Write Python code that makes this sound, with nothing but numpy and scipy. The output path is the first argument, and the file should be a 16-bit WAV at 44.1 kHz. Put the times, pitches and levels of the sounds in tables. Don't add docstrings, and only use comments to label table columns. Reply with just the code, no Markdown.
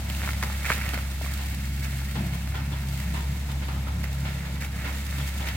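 import sys
import numpy as np
from scipy import signal
from scipy.fft import rfft, irfft, next_fast_len
from scipy.io import wavfile

SR = 44100
rng = np.random.default_rng(int(sys.argv[2]) if len(sys.argv) > 2 else 0)


def to_wav(s):
    ch = np.atleast_2d(s).T
    pcm = np.round(np.clip(ch, -1, 1) * 32767)
    wavfile.write(sys.argv[1], SR, pcm.astype(np.int16))


N = 245195
TIME = np.arange(N) / SR
FIRING_HZ, WANDER = 68.03, 0.00894

# t/s, hiss/dB, crackle/dB
FLOW = [(0.0, -46.5, -47), (0.08, -49, -44.5), (0.13, -50, -51), (0.29, -49.5, -43.5), (0.37, -45, -43),
        (0.6, -45, -42.5), (0.84, -45.5, -37), (0.99, -46, -44), (1.12, -46.5, -48), (1.45, -46, -43),
        (1.75, -47.5, -47.5), (2.09, -46.5, -45), (2.66, -52, -47), (3.0, -47, -44.5), (3.3, -50, -48),
        (3.98, -52.5, -48), (4.35, -50.5, -46), (4.7, -53.5, -47.5), (4.82, -48.5, -40.5),
        (5.15, -45.5, -43), (5.38, -46.5, -42.5), (5.56, -49, -40.5)]


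def hiss(gain_db=0.67, tick_db=-4, tick_s=0.003):
    spectrum = [(800, -32), (2500, 7.5), (4400, 7.5), (5500, 4), (6900, 4), (7400, 5.5), (8400, 5.5),
                (9200, 4), (10000, 2), (11200, 0.5), (11600, 6.5), (12000, 0.5), (13700, 6.5),
                (14500, -1.5), (16000, 5)]
    modes = [(3690, 0, 11), (6480, -2, 15), (7380, -1, 24), (11630, -7.5, 40)]
    sizzle_level = [(0, -17), (2.6, -26), (3.3, -12), (5.1, -13), (5.56, -14)]
    flicks = [(0.099, -42), (0.121, -42), (0.141, -44), (0.225, -44), (0.259, -34), (0.397, -44),
              (0.427, -41), (0.899, -39), (1.545, -35), (1.794, -40), (2.115, -46), (2.885, -37),
              (3.515, -36), (4.032, -41), (4.61, -45), (5.287, -45), (5.379, -34.5)]
    flow_db, _ = curves(FLOW)
    swell_db, _ = spurts()
    mid, side = (colour(grains(per_s=14000, spread_db=2), spectrum) for _ in range(2))
    sizzle = sum(undb(db) * noise_band(hz, q) for hz, db, q in modes)
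    mid = mid + undb(curves(sizzle_level)[0]) * sizzle
    impacts = np.abs(grains(per_s=65, spread_db=1.7))
    bursts = signal.lfilter([1], [1, -np.exp(-1 / (tick_s * SR))], impacts)
    ticks = undb(tick_db) * colour(bursts * rng.standard_normal((2, N)), spectrum)
    stream = undb(flow_db + swell_db + gain_db + walk(72)) * (spread(mid, side, width=1.23) + ticks)
    flick_gain = sum(undb(db) * envelope(t, t, attack_s=0.001, release_s=0.01) for t, db in flicks)
    return stream + flick_gain * colour(rng.standard_normal((2, N)), spectrum)


def crackle(gain_db=-2, flutter_db=1.26, wash_db=-7, pop_db=-4.5):
    spectrum = [(300, -27.5), (600, 0), (1000, -8), (1400, 1), (1850, 3), (2130, 6), (2400, -0.5),
                (2650, 0.5), (3000, -8), (4500, -15.5), (9000, -20.5)]
    _, flow_db = curves(FLOW)
    rattle = grains(per_s=3500, spread_db=-1)
    pops = undb(pop_db) * grains(per_s=110, spread_db=-3.5)
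    direct = mic_pair(colour(rattle + pops, spectrum), pan_db=-4.5)
    wash = spread(*colour(rng.standard_normal((2, N)), spectrum))
    return undb(flow_db + spurts() + gain_db + flutter_db * walk(27)) * (direct + undb(wash_db) * wash)


def spurts(attack_s=0.0074, release_s=0.021):
    events = [(0.088, 0.22, 5.5, 5), (0.419, 0.012, 3.5, -3), (0.655, 0.036, 5.5, 9),
              (0.692, 0.052, 5.5, 4.5), (0.88, 0.11, 1, 2.5), (1.211, 0.15, 0.5, 5), (1.821, 0.048, 3, 7.5),
              (3.135, 0.032, 3, 7), (4.028, 0.018, 3, 8), (4.601, 0.055, 7, 6.5), (4.836, 0.05, 1, 3),
              (5.452, .04, 3.5, 6)]
    return sum(np.outer(db, envelope(t, t + length_s, attack_s, release_s))
               for t, length_s, *db in events)


def splats(spray=0.03, spray_t60_s=0.078, q=0.85):
    events = [(0.276, -22.5, 1100), (0.29, -17.5, 1490), (0.4265, -18, 1610), (0.43, -20, 1200),
              (0.5, -24.5, 900), (0.647, -21, 1800), (0.654, -19.5, 2000), (0.662, -19, 2040),
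              (0.698, -18, 1750), (0.7022, -7.5, 1190), (0.708, -20, 1050), (0.718, -15, 1740),
              (0.726, -19, 2470), (0.814, -22.5, 1860), (0.894, -31, 1190), (0.946, -24, 2080),
              (0.977, -25, 2200), (0.988, -24, 1500), (1.248, -28, 1930), (5.204, -26, 1390)]
    spectrum = [(200, -5), (600, 7), (1000, 9.5), (1800, 10), (2300, 13), (2600, 8.5), (2900, -3.5),
                (5000, 7.5), (14000, 21)]
    out = np.zeros((2, N))
    age = TIME[:SR // 4]
    for t, db, hz in events:
        force = spray * grains(per_s=2400, spread_db=0, size=len(age)) * decay(age, spray_t60_s)
        force[0] = 1
        blow = timber(force, echo_db=-7, t60_s=0.054)
        slap = colour(resonate(resonate(blow, hz, q), hz, q), spectrum)
        add_at(out, t, undb(db) * unit_peak(slap))
    return out


def stones(gravel_per_s=38, gravel_hz=2070, spread_oct=0.24, gravel_db=9.5):
    events = [(0.1, -17.5, 3120), (0.149, -23, 2750), (0.207, -28, 1180), (0.218, -25, 1990),
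              (0.239, -22.5, 1900), (0.248, -29, 2500), (0.26, -27, 1050), (0.275, -21, 1150),
              (0.291, -24, 1900), (0.307, -23, 2100), (0.333, -20.5, 2170), (0.413, -30, 1890),
              (0.428, -14.5, 1510), (0.436, -15, 2020), (0.753, -22, 2620), (0.78, -18.5, 2000),
              (0.82, -22, 2200), (0.865, -23, 2100), (0.88, -26, 2200), (0.891, -18, 2770),
              (0.936, -19, 1350), (0.943, -15, 1900), (1.321, -27, 1860), (1.829, -35, 2140),
              (1.848, -23, 2520), (2.475, -27, 2120), (2.555, -26, 2000), (2.773, -33, 2260),
              (3.002, -23, 2030), (3.885, -28, 1300), (4.017, -31, 1700), (4.041, -18, 2100),
              (4.558, -29, 3700), (4.615, -28, 2270), (4.623, -22, 2050), (4.648, -26, 2600),
              (5.474, -20, 2640), (5.487, -19, 2320), (5.49, -22, 3220)]
    _, flow_db = curves(FLOW)
    gravel = []
    for i in np.flatnonzero(rng.random(N) < gravel_per_s / SR):
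        db = flow_db[i] + gravel_db + rng.uniform(-1.7, 1)
        hz = gravel_hz * 2 ** (spread_oct * rng.standard_normal())
        gravel.append((TIME[i], db, hz))
    out = np.zeros((2, N))
    for t, db, hz in list(events) + gravel:
        add_at(out, t, undb(db) * clack(hz))
    return out


def clack(hz, crack_db=-9, crack_t60_s=0.005):
    modes = [(.72, -24, 0.0093), (1, -3, 0.0062), (1.3, -10.5, 0.0037), (2.3, -10, .005)]  # f/pitch, level/dB, t60/s
    age = TIME[:SR // 16]
    ring = sum(undb(db) * np.sin(2 * np.pi * k * hz * age) * decay(age, t60_s) for k, db, t60_s in modes)
    crack = undb(crack_db) * rng.standard_normal(len(age)) * decay(age, crack_t60_s)
    echo = timber(signal.unit_impulse(len(age)), echo_db=-8, t60_s=0.04)
    return unit_peak(signal.fftconvolve(echo, (ring + crack)[None])[:, :len(age)])


def lumps(gain_db=-12, gulp_db=-6):
    events = [(0.228, -31.5, 1120, -2), (0.424, -28.5, 1300, -25), (0.684, -30, 610, 4),
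              (0.933, -29.5, 1420, -3), (1.389, -33.5, 754, -2), (2.153, -28, 684, -2),
              (2.219, -35, 700, -6), (2.329, -34, 990, -0.5), (2.543, -28, 1420, -4.5),
              (2.718, -32, 930, -2.5), (3.14, -28, 1000, -5), (3.17, -34, 950, -2.5),
              (3.489, -33.5, 1040, -2.5), (3.619, -35, 596, 0.5), (3.683, -27.5, 1250, -5),
              (3.868, -30.5, 1330, -7), (4.251, -31, 1390, 1.5), (4.453, -33.5, 577, 0.5),
              (4.85, -29.5, 990, -1), (5.181, -33.5, 610, 3), (5.401, -29, 795, -4), (5.469, -34, 665, 6)]
    slop_spectrum = [(120, -6.5), (250, 13.5), (420, 0.5), (650, 6.5), (1000, 6), (1400, -2.5), (2300, -17),
                     (5000, -17), (12000, -38)]
    splash_spectrum = [(600, -30.5), (1500, 15), (2200, 14.5), (3400, 11), (4500, 7), (7000, -8),
                       (15000, -12)]
    out = np.zeros((2, N))
    shape = pulse(TIME[:SR // 2], rise_s=0.00049, t60_s=0.52)
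    for t, db, hz, splash_db in events:
        slop = colour(grains(per_s=3300, spread_db=1, size=(2, len(shape))), slop_spectrum)
        gulp = unit(resonate(rng.standard_normal(slop.shape), hz, q=10))
        splash = colour(rng.standard_normal(slop.shape), splash_spectrum)
        mid, side = (slop + undb(gulp_db) * gulp + undb(splash_db) * splash) * shape
        add_at(out, t, undb(db + gain_db) * spread(mid, side, width=1.1))
    return out * undb(walk(43))


def plops(t60_s=0.022, mud_db=-1):
    events = [(0.704, -26, 400), (0.974, -32.5, 497), (1.21, -33.5, 513), (1.242, -35.5, 536),
              (1.261, -39.5, 950)]
    out = np.zeros(N)
    age = TIME[:SR // 16]
    shape = pulse(age, rise_s=0.002, t60_s=t60_s)
    for t, db, hz in events:
        cavity = rising_sine(age, hz, t60_s, glide=0.93)
        mud = undb(mud_db) * noise_band(hz, q=1.06, size=len(age))
        add_at(out, t, undb(db) * (cavity + mud) * shape)
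    return mic_pair(out, pan_db=4)


def bubbles(ring_cycles=48):
    events = [(0.707, -38, 520), (2.017, -39.5, 866), (2.164, -39, 1040), (2.172, -37, 660)]  # t/s, level/dB, f/Hz
    out = np.zeros(N)
    for t, db, hz in events:
        t60_s = ring_cycles / hz
        age = TIME[:int(2 * t60_s * SR)]
        ring = rising_sine(age, hz, t60_s, glide=0.052)
        froth = unit(resonate(rng.standard_normal(len(age)), hz, q=4))
        add_at(out, t, undb(db) * (ring + froth / 2) * decay(age, t60_s))
    return mic_pair(out, pan_db=5)


def glug(gain_db=-44.5):
    modes = [(120, 7, 49), (188, 10, 33), (340, -5.5, 26), (677, -4, 60), (800, -9, 60)]  # f/Hz, level/dB, half-width per filter stage/Hz
    air = sum(undb(db) * noise_band(hz, q=hz / half_hz / 2) for hz, db, half_hz in modes)
    shape = envelope(start_s=2.155, end_s=2.21, attack_s=0.011, release_s=0.08)
    return mic_pair(undb(gain_db) * shape * air, pan_db=1.5)


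def spatters(attack_s=0.004, hold_s=0.02, release_s=0.015):
    events = [(2.155, -49), (2.55, -43), (2.72, -45.5), (3.15, -47), (5.2, -45), (5.405, -46)]  # t/s, level/dB
    spectrum = [(1500, -9), (2600, -14), (3050, 2), (3280, 0), (3520, 7), (3850, -18), (8000, -44)]  # f/Hz, level/dB
    showers = sum(undb(db) * envelope(t, t + hold_s, attack_s, release_s) for t, db in events)
    return mic_pair(showers * colour(grains(per_s=2600, spread_db=3.5), spectrum), pan_db=-2)


def engine(throb_db=0.4, chug_db=-40, uneven_db=1.1, puff_depth=0.8):
    effort = [(0.0, -32), (0.08, -30), (2.97, -31), (3.31, -28), (3.38, -30), (4.18, -29.5), (4.41, -34),
              (5.16, -30), (5.54, -31.5), (5.56, -32)]
    octave = [(0.0, -51), (0.04, -41.5), (1.35, -41), (1.41, -50), (1.59, -35), (2.11, -37.5),
              (2.31, -33.5), (2.46, -43), (2.52, -35), (2.94, -32), (3.03, -42), (3.31, -33), (3.36, -43.5),
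              (3.62, -33.5), (3.85, -41.5), (4.21, -30.5), (4.74, -44), (4.88, -35), (4.92, -49.5),
              (5.23, -33.5), (5.36, -51), (5.56, -47)]
    upper_orders = [(3, -47), (4, -60)]  # order, level/dB
    half_orders = [(0.0, -44, -57), (0.04, -38, -45.5), (0.23, -39, -44), (1.01, -38, -51), (1.1, -49, -55),
                   (1.49, -38, -45.5), (1.59, -55, -45), (1.7, -39, -48), (2.11, -54, -52),
                   (2.26, -32, -35.5), (2.51, -38.5, -46.5), (3.1, -40.5, -37), (3.56, -50, -53),
                   (3.79, -38.5, -36.5), (3.89, -42, -53), (3.95, -31, -37), (4.09, -42, -40.5),
                   (5.2, -46, -50), (5.28, -61, -44.5), (5.56, -36, -43)]
    silencer = [(25, -27), (50, -7.5), (70, -0.5), (100, 0.5), (125, 0), (170, -1.5), (215, -2), (250, -11),
                (285, -11.5), (330, -14), (420, -23), (900, -65), (3000, -110)]
    firing_db, = curves(effort)
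    octave_db, = curves(octave)
    low_db, high_db = curves(half_orders)
    phase = drifting_phase(FIRING_HZ, drift_hz=4.9)
    tone = undb(firing_db + throb_db * walk(25)) * np.sqrt(2) * np.cos(phase)
    exhaust = overtones(phase, [(2, octave_db - 0.5)], waver=0.15, slip_rad=0.25)
    exhaust += overtones(phase, upper_orders, waver=0.33)
    lope = overtones(phase, [(1.5, low_db - 2), (2.5, high_db - 0.5)], waver=0.3)
    puffs = colour(rng.standard_normal(N) * (1 + puff_depth * np.cos(phase)), silencer)
    return tone + exhaust + lope + undb(chug_db + uneven_db * walk(19)) * puffs


def overtones(phase, orders, waver, slip_rad=0.99, stumble=0.22):
    out = 0
    for k, db in orders:
        drift = waver * (walk(14) + 1j * walk(26))
        drift += stumble * (walk(FIRING_HZ / 2) + 1j * walk(FIRING_HZ / 2))
        carrier = np.exp(1j * (k * phase + slip_rad * walk(1.75)))
        out = out + undb(db) * unit(np.real((1 + drift) * carrier))
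    return out


def machinery(waver_db=0.5, whine_db=-60.5, fan_db=-59.5):
    spectrum = [(25, -24), (100, -28), (280, -12), (400, -25), (600, -11.5), (900, -12), (1200, -18.5),
                (2000, -18.5), (4000, -23), (12000, -33.5)]
    din = [(0, -46.5), (1.1, -49.5), (2.05, -53), (2.6, -49), (3.4, -48.5), (4.1, -48), (5.56, -51)]  # t/s, level/dB
    mid, side = colour(rng.standard_normal((2, N)), spectrum) * undb(curves(din)[0] + waver_db * walk(1.2))
    load = envelope(start_s=2.9, end_s=5, attack_s=0.2, release_s=0.2)
    whine = undb(whine_db) * load * unit(resonate(rng.standard_normal(N), hz=470, q=40))
    fan = undb(fan_db) * np.sqrt(2) * np.cos(drifting_phase(hz=283.2, drift_hz=3))
    return spread(mid, side) + whine + fan


def breeze(level_db=-52, gust_db=0.5):
    spectrum = [(20, 5), (60, -4), (140, 0.5), (250, -9), (500, -16.5), (2000, -80)]  # f/Hz, level/dB
    return undb(level_db + gust_db * walk(2.7)) * colour(rng.standard_normal((2, N)), spectrum)


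def timber(force, echo_db, t60_s):
    scatter = rng.standard_normal((2, len(force))) * decay(TIME[:len(force)], t60_s)
    return mic_pair(force) + scatter * undb(echo_db) * np.linalg.norm(force) / np.linalg.norm(scatter[0])


def ground(x, share=0.22, delay_s=0.002222, corner_hz=5000):
    hz = np.arange(N // 2 + 1) * SR / N
    bounce = share * np.exp(-2j * np.pi * hz * delay_s) / np.hypot(1, hz / corner_hz)
    return irfft(rfft(x) * (1 + bounce), N)


def mic_pair(x, pan_db=-3, lag_samples=3):
    late = np.pad(x, (lag_samples, 0))[:len(x)]
    return np.array([x, late]) * undb(np.array([[pan_db], [-pan_db]]) / 2)


def spread(mid, side, width=1, corner_hz=880):
    opposed = signal.lfilter(*signal.butter(1, corner_hz, "high", fs=SR), side)
    return mid + width * opposed * np.array([[1], [-1]])


def grains(per_s, spread_db, size=N):
    sizes = undb(spread_db * np.minimum(rng.exponential(size=size), 5))
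    return unit((rng.random(size) < per_s / SR) * sizes * rng.choice([-1, 1], size))


def colour(x, points):
    length = x.shape[-1]
    size = 2 * next_fast_len(length // 2 + SR // 10, True)
    hz, db = np.transpose(points)
    bin_hz = np.arange(size // 2 + 1) * SR / size
    cepstrum = irfft(np.log(undb(np.interp(np.log(bin_hz + 1), np.log(hz), db))))
    cepstrum[1:size // 2] *= 2
    cepstrum[size // 2 + 1:] = 0
    return unit(irfft(rfft(x, size) * np.exp(rfft(cepstrum)), size)[..., :length])


def resonate(x, hz, q):
    return signal.lfilter(*signal.iirpeak(min(hz, SR / 4), q, fs=SR), x)


def noise_band(hz, q, size=N):
    return unit(resonate(resonate(rng.standard_normal(size), hz, q), hz, q))


def rising_sine(age, hz, t60_s, glide):
    return np.sin(2 * np.pi * hz * age * (1 + glide * age / t60_s / 2))


def drifting_phase(hz, drift_hz):
    return 2 * np.pi * np.cumsum(hz * (1 + WANDER * walk(drift_hz))) / SR


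def walk(rate_hz):
    hz = np.arange(N // 2 + 1) * SR / N
    return unit(irfft(rfft(rng.standard_normal(N)) * np.exp(-(2 * hz / rate_hz) ** 2), N))


def curves(table):
    t, *columns = np.transpose(table)
    return [np.interp(TIME, t, column) for column in columns]


def envelope(start_s, end_s, attack_s, release_s):
    return np.clip((TIME - start_s) / attack_s, 0, 1) * np.exp(-np.maximum(TIME - end_s, 0) / release_s)


def pulse(age, rise_s, t60_s):
    shape = (1 - np.exp(-age / rise_s)) * decay(age, t60_s)
    return shape / shape.max()


def decay(age, t60_s):
    return np.exp(-np.log(1000) * age / t60_s)


def add_at(out, start_s, x):
    first = int(start_s * SR)
    out[..., first:first + x.shape[-1]] += x[..., :N - first]


def undb(db):
    return 10 ** (np.asarray(db) / 20)


def unit(x):
    return x / np.sqrt(np.mean(x ** 2))


def unit_peak(x):
    return x / np.abs(x.mean(axis=0)).max()


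def scene():
    pump = mic_pair(engine(), pan_db=0) + machinery()
    pour = ground(hiss() + crackle() + lumps() + splats())
    return pump + pour + stones() + plops() + bubbles() + glug() + spatters() + breeze()


def record(dry):
    return signal.sosfilt(signal.ellip(10, 0.1, 80, 15850, fs=SR, output="sos"), dry)


dry = scene()
out = record(dry)
to_wav(out)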